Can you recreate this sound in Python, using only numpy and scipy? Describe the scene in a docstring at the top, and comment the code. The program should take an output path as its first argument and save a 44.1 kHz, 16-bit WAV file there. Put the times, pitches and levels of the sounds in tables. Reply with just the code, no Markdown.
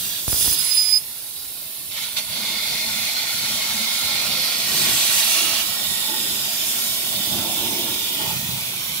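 """Laser piercing and cutting steel plate

A laser head pierces a thick steel plate and cuts it under a jet of assist gas, heard close by in a factory.
Piercing: pulse-rate harmonics whine and damped pops burst from the melt. The jet then drops for about 0.9 s.
Cutting: after puffs of gas, shaped noise roars in the kerf, splashes on the slats and rumbles under the plate.
Resonant noise moans and whistles over the cut-outs; the shop hisses steadily behind."""
import sys
import numpy as np
from scipy import signal
from scipy.io import wavfile
from scipy.ndimage import uniform_filter1d

SR = 44100
rng = np.random.default_rng(int(sys.argv[2]) if len(sys.argv) > 2 else 0)


def persist_wave(psi):
    """Save psi, clipped to +-1, as 16-bit WAV."""
    counts = np.round(np.clip(psi, -1, 1) * 32767).astype(np.int16)
    wavfile.write(sys.argv[1], SR, np.atleast_2d(counts).T)


N = 396900
HZ = np.fft.rfftfreq(1024, 1 / SR)
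FRAME_S = (np.arange(N // 256 + 5) * 256) / SR

# roar colour, one spectrum per stage: freq_hz, density_db (relative)
KERF_COLOURS = [
    [(1060, -28), (1800, -9), (2210, -9.5), (2780, -3.5), (3340, 4.5), (3830, 0.5), (4300, 1), (6300, -5.5),
     (8190, -50), (13900, -120)],
    [(1060, -36.5), (1800, -21), (1970, -16), (2120, -5.5), (2720, -9.5), (3540, -2.5), (3890, -7.5),
     (4210, -4), (4750, -3), (5190, -7.5), (6300, -12), (8190, -15), (13900, -120)],
    [(1060, -25), (1800, -16), (2190, -4.5), (3040, -2), (3390, -1), (4480, -1), (6300, -9.5), (8190, -36),
     (13900, -120)],
    [(1060, -28), (1800, -22), (1890, -10.5), (2040, -18), (2280, -9.5), (2570, -11.5), (3380, -5.5),
     (4550, -8), (5440, -8.5), (6300, -35), (8190, -37), (13900, -120)],
    [(1060, -47), (1800, -19), (2010, -13), (2170, -9.5), (2690, -9.5), (2930, -2.5), (3650, 0), (4250, -8),
     (5220, -6), (6300, -20), (8190, -38), (13900, -120)],
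    [(1060, -39), (1800, -16), (1940, -21), (2100, -7.5), (2490, -3), (2710, -5), (3410, -0.5), (6300, -10),
     (8190, -32), (13900, -120)],
]
# cut-out resonances, one list per stage: freq_hz, width_hz, lift_db
KERF_RINGS = [
    [(4400, 180, 1)],
    [(2090, 67, 4.8), (2460, 130, 3.2), (2900, 50, 2), (3280, 73, 1.8), (3635, 46, 9.6), (3900, 60, 5.9),
     (4160, 210, 6.2), (5450, 53, 1.6)],
    [(2110, 90, 3.2)],
    [(3020, 120, 1.5), (3600, 70, 3.1), (3740, 90, 2.8), (5370, 120, 2)],
    [(3340, 78, 1.3), (3500, 65, 3), (3700, 110, 4.6), (5400, 140, 2.8)],
    [(3400, 100, 1.1)],
]
# spectra of nozzle hiss, fine blast and splash on the slats: freq_hz, density_db (relative)
NOZZLE_SPECTRUM = [(5290, -56), (9000, -2.5), (9280, -19), (10100, -3.5), (11900, -1.5), (12500, -3),
                   (13000, -11)]
BLAST_SPECTRUM = [(9000, -30), (12000, -7), (13000, -4), (14200, 0), (15000, -1), (16000, -2)]
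SPLASH_SPECTRUM = [(3350, -25), (5700, -3.5), (8100, -3.5), (9800, -4.5), (12700, -33), (21600, -120)]


def jet(port, roar, spray, nozzle, blast):
    """Gas turbulence in four parts; the roar changes colour, not power, from stage to stage."""
    stage = columns(PATH, FRAME_S)[0]
    kerf_db = 0
    for k, (colour, rings) in enumerate(zip(KERF_COLOURS, KERF_RINGS)):
        weight = np.maximum(1 - abs(stage - k), 0)  # crossfade between neighbouring stages
        kerf_db = kerf_db + weight * (read(colour) + lifts(rings))
    kerf_db = kerf_db - 10 * np.log10(np.mean(gain_of(2 * kerf_db), 0))  # equal power per frame

    out = roar * turbulence(port, kerf_db, patchy_db=1.19, flicker_db=0.55)
    out += spray * turbulence(port, read(SPLASH_SPECTRUM), patchy_db=1.0, flicker_db=0.7)
    out += spray * nozzle * turbulence(port, read(NOZZLE_SPECTRUM), patchy_db=0.24, flicker_db=0.26)
    out += spray * blast * turbulence(port, read(BLAST_SPECTRUM), patchy_db=0.94, flicker_db=0.4)
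    return out


# gas jet: time_s, kerf_roar_db, spray_db (thrown back by plate, melt and slats)
JET_LEVELS = [(0, -36, -35), (.18, -34, -36), (.26, -39, -38), (.284, -34.5, -32.5), (.43, -29.5, -28.5),
              (.545, -31, -28), (.56, -31.5, -34), (.62, -31, -31), (.75, -32, -36), (.978, -39.5, -40),
              (1.0, -57, -53), (1.89, -58, -50), (1.915, -35, -46), (2.14, -37.5, -43), (2.29, -36, -43),
              (2.33, -29.5, -42), (2.45, -28.5, -39), (3.06, -27.5, -36), (4.5, -25.5, -34.5),
              (4.61, -26.5, -32.5), (4.79, -25, -27), (5.2, -25, -24.5), (5.262, -26, -28),
              (5.285, -25, -25), (5.6, -26, -30.5), (5.645, -30, -33.5), (6.88, -30, -31),
              (7.44, -29.5, -33), (8.22, -29.5, -35), (8.45, -32, -38), (9, -34, -39)]
# head along its path: time_s, stage, left_lead_samples
# stage: 0 gas on closed plate, 1 near side of cut, 2 over a slat, 3 far side, 4 corner, 5 last edge
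PATH = [(0, 0, 2.2), (.55, 0, 2.2), (.66, .6, 2.2), (1.85, 1, 2.2), (4.3, 1, 2.2), (4.75, 2, 1.8),
        (5.57, 2, 2.5), (5.66, 3, 4.1), (6.8, 3, 4.1), (7.3, 4, 4.4), (8.15, 4, 5.2), (8.35, 5, 5.6),
        (9, 5, 6.2)]
# puffs before the cut runs: peak_s, rise_s, hold_s, fall_s, roar_db
PUFFS = [(1.975, .03, .01, .06, -31.5), (2.025, 0.027, .01, 0.13, -31), (2.17, .012, 0.015, 0.053, -24.5)]
PUFF_DEPTH_DB, PUFF_SPRAY_DB = -17.5, -9.5  # level at both ends re peak; spray re roar
GUSTS_DB = 0.73  # rms
# balance, one row per stage: nozzle_db, blast_db (re spray);
# rumble_db, lower_hollow_db, upper_hollow_db, low_drone_db, high_drone_db (re roar)
BALANCES = [(0, 4.5, -19.5, -34, -19, -18, -17.5), (1, -3, -25, -23.5, -33, -17, -14),
            (-3, 0.5, -25, -23, -24.5, -16, -12), (-0.5, 2, -22.5, -19, -22, -15.5, -16),
            (-5.5, 5, -14.5, -20, -16, -14, -16.5), (-6, 7.5, -10.5, -19.5, -19.5, -13.5, -15)]


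def flow():
    """Gas flow as gains: roar and spray with puffs added in power, and balances along the path."""
    t = np.arange(N) / SR
    roar, spray = gain_of(columns(JET_LEVELS, t))
    for peak_s, rise_s, hold_s, fall_s, roar_db in PUFFS:
        before = (peak_s - t) / rise_s
        after = (t - peak_s - hold_s) / fall_s
        away = np.maximum(np.maximum(before, after), 0)
        puff = gain_of(roar_db + PUFF_DEPTH_DB * away)
        roar = np.hypot(roar, puff)
        spray = np.hypot(spray, puff * gain_of(PUFF_SPRAY_DB))

    gusts = evened(uniform_filter1d(rng.standard_normal(len(FRAME_S)), 25))
    spray = spray * gain_of(GUSTS_DB * np.interp(t, FRAME_S, gusts))

    stage = columns(PATH, t)[0]
    balances = [gain_of(np.interp(stage, range(len(BALANCES)), db)) for db in np.transpose(BALANCES)]
    return roar, spray, balances


# piercing whine: time_s, harmonic_1_db, harmonic_2_db, harmonic_3_db, left_minus_right_1_db
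WHINE = [(0.278, -46, -28, -37, -0.5), (0.302, -37, -29, -41, -1), (0.348, -32, -33, -39, -2),
         (0.428, -31, -26, -38, -4.5), (0.54, -28.5, -28, -38, -1.0), (0.574, -31, -32, -43, -12),
         (0.6, -28, -27, -44, -8.5), (0.636, -33, -26, -45, -13), (0.7, -30, -23, -39, -16.5),
         (0.722, -19, -31, -34, -18.0), (0.752, -29, -18.5, -27, -1.5), (0.782, -15.5, -24, -41, -3),
         (0.82, -20, -27, -32, -5.0), (0.848, -27, -22, -44, -17), (0.874, -22, -30, -43, -20.5),
         (0.9, -22.5, -23.5, -33, -15.0), (0.948, -18, -26.5, -39, -10.5), (0.976, -16, -23.5, -41, -8.0),
         (0.99, -31, -26, -46, -4), (1.006, -44, -45, -63, -2.0), (1.018, -45, -52, -63, -4.5),
         (1.07, -63, -49, -63, -2.5)]
# left_minus_right_db of harmonics 2 and 3
UPPER_PAN_DB = (-13, -8)
PULSE_HZ = 5000
THROUGH_S = 0.62  # beam breaks through
BOILING_DB, THROUGH_DB = 4, 2  # rms flutter before and after breakthrough
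DROP_DB, DROP_S = -6, 0.026  # dip at breakthrough and its recovery time


def whine():
    """Beam pulse rate and two overtones; boiling melt flutters level and phase at each port."""
    t = np.arange(WHINE[0][0], WHINE[-1][0], 1 / SR)
    *level_db, first_pan_db = columns(WHINE, t)
    flutter_db = np.where(t < THROUGH_S, BOILING_DB, THROUGH_DB)
    since = t - THROUGH_S
    dip_db = DROP_DB * (since > 0) * np.maximum(1 - (since / DROP_S) ** 2, 0)
    pans_db = [first_pan_db, *UPPER_PAN_DB]

    out = np.zeros((2, N))
    start = round(t[0] * SR)
    for k, db in enumerate(level_db + dip_db):
        flutter = rng.standard_normal((4, len(t)))
        flutter = evened(uniform_filter1d(uniform_filter1d(flutter, 250), 250))
        level_flutter, phase_flutter = flutter[:2], flutter[2:]
        sides = gain_of(np.outer([0.5, -0.5], pans_db[k]))
        phase_rad = 2 * np.pi * (k + 1) * PULSE_HZ * t + 0.14 * flutter_db * phase_flutter
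        level = gain_of(db + flutter_db * level_flutter) * sides / sides.mean(0)
        tone = np.sqrt(2) * level * np.cos(phase_rad)
        out[:, start:start + len(t)] += tone * signal.windows.tukey(len(t), 0.01)
    return out


# melt pops: time_s, crack_db, left_share (signed, of the crack), left_swing_db, right_swing_db
POPS = [(0.2801, -6.5, -0.53, -11, -16), (0.299, -21, .3, -36, -19), (0.322, -16, .2, -36, -32),
        (0.3294, -8, 0.4, -35, -10), (0.345, -17, .9, -28, -26), (.363, -20, 0.42, -28, -32),
        (.389, -34, .6, -29, -25), (.41, -18, 0.45, -28, -30), (.425, -22, 0.094, -34, -22),
        (0.446, -19, .9, -28, -27), (0.4622, -18, 0.97, -31, -24), (0.476, -13, -0.057, -36, -20),
        (0.4801, -15, .8, -20, -13), (.513, -22, 0.17, -32, -21), (.527, -18, .8, -33, -30)]
SWING_HZ = 74.6  # right port


def pops():
    """A sharp push of gas, then a slow swing back through zero, quicker at the left port."""
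    out = np.zeros((2, N))
    t = np.arange(1500) / SR
    swing_hz = [1.4 * SWING_HZ, SWING_HZ]
    for time_s, crack_db, left_share, left_db, right_db in POPS:
        crack = gain_of(crack_db) * np.exp(-t / 0.0002) * np.array([[left_share], [1]])
        if left_share < 0:
            crack[0] = np.roll(crack[0], round(0.0005 * SR))  # suction trails the push
        swing = np.sin(2 * np.pi * np.outer(swing_hz, t)) * np.exp(-t / 0.0047)
        swing = gain_of([[left_db], [right_db]]) * swing
        out[:, round(time_s * SR):][:, :len(t)] += crack - swing
    return out


# spectra of rumble, low drone and high drone: freq_hz, density_db (relative)
RUMBLE_SPECTRUM = [(15, -49), (25, -33), (54, -6), (145, 2), (180, -2), (230, -55), (400, -120)]
LOW_DRONE_SPECTRUM = [(260, -46), (440, -3.5), (782, -4.5), (858, 3.5), (1150, -6), (1500, -46),
                      (2530, -120)]
HIGH_DRONE_SPECTRUM = [(650, -24), (1100, -9), (1390, -2), (1710, -3.5), (2000, -6.5), (2600, -3),
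                       (4400, -120)]
# slat resonances: freq_hz, width_hz, lift_db
SLATS = [(669, 290, 14), (916, 89, 6.5), (1096, 58, 12), (1405, 170, 7), (1890, 70, 13.5)]
# hollows of the bed, lower and upper: freq_hz, width_hz
HOLLOWS = [(218, 53), (335, 139)]


def bed(port, roar, shares):
    """Burning gas under the plate, lumpy and low, ringing the hollows and slats of the bed."""
    rumble, *hollows, low_drone, high_drone = flame(roar, shares)
    slats_db = lifts(SLATS)
    out = rumble * turbulence(port, read(RUMBLE_SPECTRUM), patchy_db=2.8, flicker_db=0.31)
    out += low_drone * turbulence(port, read(LOW_DRONE_SPECTRUM) + slats_db, patchy_db=0.92, flicker_db=0.4)
    out += high_drone * turbulence(port, read(HIGH_DRONE_SPECTRUM) + slats_db, patchy_db=1.9, flicker_db=1.5)
    for gain, (freq_hz, width_hz) in zip(hollows, HOLLOWS):
        out += gain * ringing(freq_hz, width_hz)
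    return out


# flame flares under the plate: start_s, length_s, rumble_db, lower_hollow_db, upper_hollow_db, low_drone_db
FLARES = [(2.282, 0.36, -65, -45, -54, -61), (2.8, 0.27, -52, -43, -56, -53),
          (3.38, 0.23, -44.5, -50, -53, -61), (3.597, .3, -55, -42, -69, -50),
          (3.953, 0.56, -41, -50, -50, -40.5), (4.63, .4, -37, -44.5, -42.5, -43),
          (5.983, 0.5, -55, -47.5, -43, -56), (7.055, 0.42, -60, -42, -68, -62),
          (7.27, 0.31, -48, -39, -40.5, -41.5), (7.44, .6, -45, -42.5, -37, -42),
          (8.132, 0.26, -37.5, -53, -40, -40), (8.294, 0.36, -42.5, -47, -60, -48),
          (8.7, .3, -53, -58, -63, -58)]
# floor with the gas off: rumble_db, lower_hollow_db, upper_hollow_db, low_drone_db, high_drone_db
IDLE_DB = (-56.5, -66, -65, -56.5, -63)
FLARE_HIGH_DRONE_DB = -3.5  # re low drone
LUMPS_DB = 2  # rms


def flame(roar, shares):
    """Flame gains: all follow the roar and jump in flares; rumble and hollows also swell at random."""
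    power = (roar * np.array(shares)) ** 2 + gain_of(IDLE_DB)[:, None] ** 2
    lumps = evened(uniform_filter1d(rng.standard_normal((3, len(FRAME_S))), 20))
    lumps = np.array(columns(np.c_[FRAME_S, lumps.T], np.arange(N) / SR))
    power[:3] *= gain_of(2 * LUMPS_DB * lumps)
    for start_s, length_s, *levels_db in FLARES:
        shape = signal.windows.tukey(round(length_s * SR), 0.6)
        gains = gain_of(levels_db + [levels_db[3] + FLARE_HIGH_DRONE_DB])
        power[:, round(start_s * SR):][:, :len(shape)] += np.outer(gains, shape) ** 2
    return np.sqrt(power)


# jet over a cut-out: start_s, length_s, pitch_hz, width_hz, level_db
MOANS = [(0.623, 0.39, 2370, 220, -45), (2.3, 0.91, 2160, 70, -41), (2.311, 0.98, 3545, 80, -49),
         (3.9, 0.91, 4200, 90, -46), (5.62, 1.3, 3494, 55, -38.5), (6.034, 0.17, 868, 60, -40),
         (7.002, 1.2, 3600, 130, -39), (8.17, 0.17, 875, 120, -39)]


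def moans():
    """Moans and faint whistles of the jet over a cut-out: narrow resonant noise, faded in and out."""
    out = np.zeros((2, N))
    for start_s, length_s, pitch_hz, width_hz, level_db in MOANS:
        part = out[:, round(start_s * SR):round((start_s + length_s) * SR)]
        size = part.shape[1]
        part += gain_of(level_db) * signal.windows.tukey(size, 0.4) * ringing(pitch_hz, width_hz, size)
    return out


# idle shop hiss: freq_hz, density_db (relative)
SHOP_SPECTRUM = [(18, -54), (30, -8), (95, -4.5), (173, -18), (257, -10.5), (535, -19.5), (1790, -16),
                 (4240, -2.5), (6790, -10.5), (9300, -3.5), (10100, -0.5), (11800, -0.5), (12700, -8),
                 (14500, 0.5), (15700, -5.5)]
SHOP_DB = -32.5


def shop(port):
    """Idle hiss of the shop: steady broadband noise."""
    return gain_of(SHOP_DB) * turbulence(port, read(SHOP_SPECTRUM), patchy_db=1.3, flicker_db=0.3)


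# likeness of the two ports: freq_hz, likeness (0-1)
LIKENESS = [(30, 0.43), (70, 0.42), (150, 1), (400, 0.99), (1000, 0.67), (2000, 0.5), (4000, 0.69),
            (8000, 0.67), (15000, 0.77)]


def turbulence(port, colour_db, patchy_db, flicker_db):
    """Stereo noise of mid rms 1, with short patches and flicker over all bands."""
    a, b, c, d = rng.standard_normal((4, len(HZ), len(FRAME_S)), dtype=np.float32)
    same = np.clip(read(LIKENESS), 0, 1)
    right = a + 1j * b
    left = same * right + np.sqrt(1 - same ** 2) * (c + 1j * d)
    flicker = evened(uniform_filter1d(rng.standard_normal(len(FRAME_S)), 4))
    patches = drifting(count=1, bins=8, frames=10)
    field = gain_of(colour_db + patchy_db * patches + flicker_db * flicker)
    spectra = (np.array([left, right]) * field * port).astype(np.complex64)
    sound = signal.istft(spectra, nperseg=1024, noverlap=768)[1][:, :N]
    return sound / np.sqrt(np.mean(sound.mean(0) ** 2))


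def ringing(freq_hz, width_hz, size=N):
    """Noise through one resonance twice, nearly alike at both ports and louder on the right."""
    shared, *own = rng.standard_normal((3, size))
    b, a = signal.iirpeak(freq_hz, freq_hz / width_hz, SR)
    sound = signal.lfilter(b, a, signal.lfilter(b, a, shared + 0.54 * np.array(own)))
    return evened(sound) * gain_of([[-1.8], [1.8]])


# microphone port balance: freq_hz, left_minus_right_db
PORT_BALANCE = [(60, -2.5), (300, -4), (1000, -2.5), (3600, -4.5), (6000, -2.5), (8200, 1.9), (9300, -2.5),
                (10300, -6), (11500, -11), (12600, -7), (14000, -5.5), (15700, -6)]


def ports():
    """Complex gain of each port: balance, left lead along the path, drifting ripples from metal nearby."""
    left_db, right_db, phase = drifting(count=3, bins=2, frames=90)
    balance_db = np.array([0.5, -0.5])[:, None, None] * read(PORT_BALANCE)
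    ripple_db = 3.1 * np.array([left_db, right_db])
    lead_rad = 2 * np.pi * HZ[:, None] * columns(PATH, FRAME_S)[1] / SR
    lead_rad = lead_rad + 2.15 * np.tanh(HZ / 5500)[:, None] * phase
    return gain_of(balance_db + ripple_db) * np.exp(1j * np.array([lead_rad, 0 * lead_rad]))


def drifting(count, bins, frames):
    """Random fields of rms 1 over frequency and time, smoothed over so many bins and frames."""
    field = rng.standard_normal((count, len(HZ), len(FRAME_S)), dtype=np.float32)
    return evened(uniform_filter1d(uniform_filter1d(field, bins, axis=1), frames, axis=2))


def gain_of(db):
    """Amplitude gain from dB."""
    return 10 ** (np.asarray(db) / 20)


def evened(x):
    """Scale to rms 1."""
    return x / np.sqrt(np.mean(x ** 2) + 1e-20)


def read(points):
    """Table values at the spectrum bins, interpolated over log frequency."""
    freq_hz, value = np.transpose(points)
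    return np.interp(np.log(HZ + 1), np.log(freq_hz + 1), value)[:, None]


def lifts(rings):
    """Sum of resonance humps in dB at the spectrum bins."""
    return sum(db / (1 + (2 * (HZ - hz) / width_hz) ** 2) for hz, width_hz, db in rings)[:, None]


def columns(rows, t):
    """Every column after the first, interpolated at times t."""
    time_s, *values = np.transpose(rows)
    return [np.interp(t, time_s, v) for v in values]


def scene():
    """Sum of jet, whine, pops, bed, moans and shop hiss."""
    port = ports()
    roar, spray, (nozzle, blast, *shares) = flow()
    out = jet(port, roar, spray, nozzle, blast)
    out += whine() + pops()
    out += bed(port, roar, shares) + moans()
    return out + shop(port)


EDGE_HZ = 15740


def record(dry):
    """The microphone loses the deepest bass; a steep linear-phase low-pass limits the band."""
    bass_cut = signal.butter(2, 45, "highpass", fs=SR, output="sos")
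    heard = signal.sosfilt(bass_cut, dry)
    band_limit = signal.firwin(2047, EDGE_HZ, window=("kaiser", 9), fs=SR)
    return signal.oaconvolve(heard, band_limit[None], "same")


dry = scene()
out = record(dry)
persist_wave(out)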